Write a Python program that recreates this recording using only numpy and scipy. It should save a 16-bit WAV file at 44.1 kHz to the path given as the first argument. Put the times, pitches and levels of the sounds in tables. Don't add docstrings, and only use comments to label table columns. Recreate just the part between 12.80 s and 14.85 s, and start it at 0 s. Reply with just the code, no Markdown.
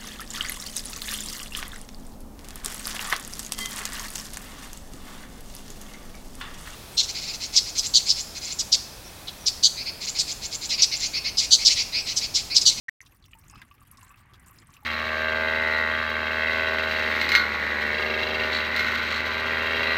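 import sys
import numpy as np
from scipy import signal
from scipy.io import wavfile

SR = 44100
rng = np.random.default_rng(int(sys.argv[2]) if len(sys.argv) > 2 else 0)


def int16_out(signal):
    q = np.round(np.clip(np.atleast_2d(signal).T, -1, 1) * 32767)
    wavfile.write(sys.argv[1], SR, q.astype(np.int16))


N = 90404
T = np.arange(N) / SR


def from_db(db):
    return 10 ** (np.asarray(db) / 20)


def rms_one(x):
    return x / np.sqrt(np.mean(x ** 2) + 1e-20)


def level(rows):
    return from_db(np.interp(T, *np.transpose(rows)))


def db_at(spectrum, hz):
    freqs, db = np.transpose(spectrum)
    return np.interp(np.log(hz), np.log(freqs), db)


def band(x, low, high):
    edges = [min(low, .4 * SR), min(high, .47 * SR)]
    return signal.sosfilt(signal.butter(2, edges, "band", fs=SR, output="sos"), x + 1e-18)


def add(out, start, x):
    i = int(np.clip(start * SR, 0, N))
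    out[i:i + len(x)] += x[:N - i]


def decay(t60):
    return from_db(-60 * T[T < t60] / t60)


def drift(rate_hz):
    return np.interp(T * rate_hz, np.arange(1000), rng.standard_normal(1000))


def flickering_noise(spectrum, flicker_db, rate_hz):
    out, together, white = 0, drift(rate_hz), rng.standard_normal((2, N))
    for k, hz in enumerate(20 * 2 ** (np.arange(30) / 3)):
        flicker = drift(rate_hz) + together
        if spectrum[0][0] / 1.2 < hz < spectrum[-1][0] * 1.2:
            gain = from_db(db_at(spectrum, hz) + flicker_db * flicker)
            out = out + gain * band(white[k % 2], hz / 2 ** (1 / 6), hz * 2 ** (1 / 6))
    return rms_one(out)


# start of a swell in seconds, length in seconds, pitch in Hz, peak in dB.
PLOP_SWELLS = [(0.0826, 0.0035, 1830, -27), (0.0853, 0.0048, 1910, -23), (0.0882, 0.0048, 1840, -21.3),
               (0.0908, 0.0074, 2110, -32.5)]
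# multiple of the pitch, level in dB against the fundamental.
PLOP_OVERTONES = [(2.19, -33), (3.15, -29.5)]
# low and high band edges in Hz, relative level in dB.
PLOP_NOISE = [(740, 2620, -24), (150, 27000, -45.5)]


def plop():
    swells = np.array([from_db(db) * np.sin(np.pi * np.clip((T - start) / length, 0, 1)) ** 2 + 1e-12
                       for start, length, _, db in PLOP_SWELLS])
    strength = swells.sum(0)
    pitch_hz = np.array(PLOP_SWELLS)[:, 2] @ swells / strength
    phase = 2 * np.pi * np.cumsum(pitch_hz) / SR
    overtones = sum(from_db(db) * np.sin(k * phase) for k, db in PLOP_OVERTONES)
    wet = sum(from_db(db) * rms_one(band(rng.standard_normal(N), low, high))
              for low, high, db in PLOP_NOISE)
    return strength * (np.sin(phase) + overtones + wet)


def drop(hz, t60=0.015, q=11.8, attack_s=0.00046, click_db=-20, click_t60=0.038, click_ratio=1.68):
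    n = SR // 10
    white = rng.standard_normal((2, n))
    narrow = signal.hilbert(band(white[0], hz * (1 - 1 / q), hz * (1 + 1 / q)))[::-1]
    tone = rms_one(narrow.real / np.sqrt(abs(narrow))) / np.sqrt(2)
    click = from_db(click_db) * rms_one(band(white[1], hz / click_ratio, hz * click_ratio))
    out = np.zeros(n)
    for sound, fall in (tone, decay(t60)), (click, decay(click_t60)):
        out[:len(fall)] += sound[:len(fall)] * fall
    return out * (1 - np.exp(-T[:n] / attack_s))


# pitch in Hz, relative level in dB.
PATTER_SPECTRUM = [(1500, -13), (2600, 0), (3800, -9.5), (5500, -7), (8000, -4.5), (11000, -2),
                   (15000, 1.5)]
# time in seconds, relative level in dB.
PATTER_LEVEL = [(0.27, -0.5), (0.38, -6), (0.66, 2), (0.87, -1.5), (1.0, -1.5), (1.25, 0.5), (1.48, -8),
                (1.69, 3), (2.05, -2)]


def patter(per_s=230, rms_db=-67, spread_db=4, count=3, cluster_s=0.003):
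    out, start = np.zeros(N), 0
    low, high = PATTER_SPECTRUM[0][0], PATTER_SPECTRUM[-1][0]
    for (wait, size), *droplets in rng.random((600, count + 1, 2)):
        start -= np.log(wait) / per_s
        if start > T[-1]:
            break
        for pitch, late in droplets:
            hz = low * (high / low) ** pitch
            db = db_at(PATTER_SPECTRUM, hz) + spread_db * min(-np.log(size), 3)
            add(out, start + late * cluster_s, from_db(db) * drop(hz, t60=0.021))
    return from_db(rms_db) * rms_one(out * level(PATTER_LEVEL))


# frequency in Hz, relative noise density in dB.
HISS_SPECTRUM = [(350, 7), (600, 1), (1500, 5.5), (4000, -11.5), (11000, -10.5), (16000, -16)]


def hiss(db=-70, follow=0.74):
    swing = level(PATTER_LEVEL) ** follow
    return from_db(db) * swing * flickering_noise(HISS_SPECTRUM, flicker_db=5, rate_hz=90)


# time in seconds, level in dB.
FLOW_LEVEL = [(0.48, -76), (0.70, -67), (0.78, -59), (0.87, -69.5), (1.0, -70.5), (1.22, -62),
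              (1.44, -64.5), (1.51, -63.5), (2.05, -66)]
# frequency in Hz, relative noise density in dB.
WASH_SPECTRUM = [(600, -19.5), (850, 0), (1170, -1), (1450, -0.5), (1850, 4), (2600, -9.5), (3500, -23),
                 (6000, -31)]


def wash():
    return level(FLOW_LEVEL) * flickering_noise(WASH_SPECTRUM, flicker_db=1, rate_hz=29)


# frequency in Hz, relative noise density in dB.
RUMBLE_SPECTRUM = [(20, -12.5), (35, -4.5), (52, -1.5), (102, 0.5), (145, -7.5), (190, -12), (270, -10.5),
                   (400, -30), (700, -30.5)]
# time in seconds, level in dB.
RUMBLE_LEVEL = [(0.45, -61), (0.76, -52), (0.9, -60.5), (1.16, -55.5), (1.3, -59.5), (1.62, -58),
                (1.69, -55), (1.85, -57.5)]


def rumble():
    return level(RUMBLE_LEVEL) * flickering_noise(RUMBLE_SPECTRUM, flicker_db=3, rate_hz=30)


def bubble(hz, t60, attack_s=0.00067, rise_per_s=0.2):
    fall = decay(t60)
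    t = T[:len(fall)]
    phase = 2 * np.pi * hz * (t + rise_per_s * t * t / 2)
    return fall * (1 - np.exp(-t / attack_s)) * np.sin(phase)


def gurgle(per_s=45, rms_db=-68, spread_db=4.6, low_hz=1036, high_hz=1270):
    out, start, flow = np.zeros(N), 0, level(FLOW_LEVEL)
    for wait, pitch, size in rng.random((400, 3)):
        start -= np.log(wait) / per_s
        hz = low_hz + pitch * (high_hz - low_hz)
        add(out, start, from_db(spread_db * size) * bubble(hz, t60=0.033))
    return from_db(rms_db) * rms_one(out * np.minimum(flow, np.median(flow)))


# start in seconds, pitch in Hz, level in dB, seconds to fall by 60 dB.
NEAR_BUBBLES = [(0.2054, 2070, -27, 0.0091), (0.2140, 1920, -44.5, 0.026), (0.5329, 2500, -32, 0.012),
                (0.5332, 2900, -37.5, 0.019), (0.5505, 892, -51, 0.13), (0.7280, 846, -50, 0.074),
                (0.737, 1170, -37.5, 0.019), (0.7560, 1230, -39, 0.033), (0.8168, 1603, -36, 0.02),
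                (0.912, 1148, -46, 0.048), (1.0160, 1174, -44.5, 0.032), (1.1200, 1210, -48, 0.024),
                (1.1830, 1097, -46.5, 0.064), (1.2276, 1021, -46, 0.076), (1.3060, 1157, -45, 0.034),
                (1.3060, 2590, -47.5, 0.028), (1.3425, 2585, -43, 0.022), (1.7875, 4990, -40.5, 0.014),
                (1.8904, 1117, -45, 0.039), (2.0260, 841, -50.5, 0.21)]


def near_bubbles():
    out = np.zeros(N)
    for start, hz, db, t60 in NEAR_BUBBLES:
        add(out, start, from_db(db) * bubble(hz, t60))
    return out


# start in seconds, pitch in Hz, level in dB.
NEAR_DROPS = [(0.2141, 6040, -37), (0.4250, 3860, -48), (0.4405, 4000, -43), (0.4540, 3220, -45.5),
              (0.4610, 5540, -46), (0.5118, 2590, -53), (0.5158, 7460, -48.5), (0.5330, 1990, -40.5),
              (0.587, 8800, -44.5), (0.613, 5600, -51), (0.6818, 7440, -42.5), (0.698, 6500, -36.5),
              (0.71, 8900, -43.5), (0.756, 2730, -42.5), (0.913, 2720, -42), (1.075, 11200, -49),
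              (1.1137, 11000, -35), (1.209, 10300, -45), (1.2133, 2840, -43), (1.23, 7200, -40.5),
              (1.245, 8600, -44), (1.293, 7730, -44.5), (1.5964, 8630, -44.5), (1.6828, 8000, -42),
              (1.7858, 4540, -42), (1.786, 6800, -48), (1.8229, 1870, -42.5), (1.87, 9370, -44.5),
              (1.9388, 6860, -44), (1.9674, 2780, -40.5)]


def near_drops():
    out = np.zeros(N)
    for start, hz, db in NEAR_DROPS:
        add(out, start, from_db(db) * drop(hz))
    return out


def splash(hz, length, count=6, width_ratio=1.54, mist_db=-3.5, puff_db=-5, first_db=4, step_db=1.5):
    white, age = rng.standard_normal((2, SR // 4)), 8 * T[:SR // 4] / length
    spray = rms_one(band(white[0], hz / width_ratio, hz * width_ratio))
    mist = from_db(mist_db) * band(white[1], hz, 16300)
    out = np.zeros(N)
    add(out, 0, from_db(puff_db) * (spray + mist) * (1 + age) * np.exp(-age))
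    for k, (late, pitch) in enumerate(rng.random((count, 2))):
        start = length / 2 * (k + late) / count if k else 0
        droplet_hz = hz * width_ratio ** (2 * pitch - 1) if k else hz
        add(out, start, from_db(first_db - step_db * k) * drop(droplet_hz))
    return out


# start in seconds, centre in Hz, level in dB, length in seconds.
NEAR_SPLASHES = [(0.2610, 3950, -50.5, 0.023), (0.7560, 4700, -54, 0.012), (0.778, 2030, -54, 0.05),
                 (0.8167, 2500, -41.5, 0.012), (1.1718, 5440, -51.5, 0.02), (1.373, 3270, -59, 0.084),
                 (1.535, 3660, -53, 0.05), (1.661, 9300, -54.5, 0.09), (1.939, 4120, -55, 0.041)]


def near_splashes():
    out = np.zeros(N)
    for start, hz, db, length in NEAR_SPLASHES:
        add(out, start, from_db(db) * splash(hz, length))
    return out


def squeak(start_s=0.689, length_s=0.15, hz=2575, width_hz=180, db=-63.5, octave_db=-68.5):
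    progress = np.clip((T - start_s) / length_s, 0, 1)
    swell = np.sqrt(abs(np.sin(np.pi * progress)))
    low, high = hz - width_hz / 2, hz + width_hz / 2
    return swell * sum(from_db(band_db) * rms_one(band(rng.standard_normal(N), k * low, k * high))
                       for k, band_db in ((1, db), (2, octave_db)))


def bank_echo(x, db=-9, t60=0.065, delay_s=0.003):
    fall = decay(t60)
    tail = rng.standard_normal(N)[:len(fall)] * fall
    out = np.zeros(N)
    add(out, delay_s, signal.fftconvolve(x, tail / np.linalg.norm(tail)))
    return from_db(db) * out


def scene():
    bed = wash() + hiss() + rumble()
    trickle = near_bubbles() + near_drops() + near_splashes() + squeak() + gurgle() + patter()
    return (plop() + trickle + bank_echo(trickle) + bed)[None]


def record(dry, open_s=0.0826, gap_from_s=0.0958, gap_to_s=0.2055, stop_hz=16900):
    live = ((T > open_s) & (T < gap_from_s)) | (T > gap_to_s)
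    low_pass = signal.cheby2(16, 60, stop_hz, fs=SR, output="sos")
    return signal.sosfilt(low_pass, dry * live)


dry = scene()
out = record(dry)
int16_out(out)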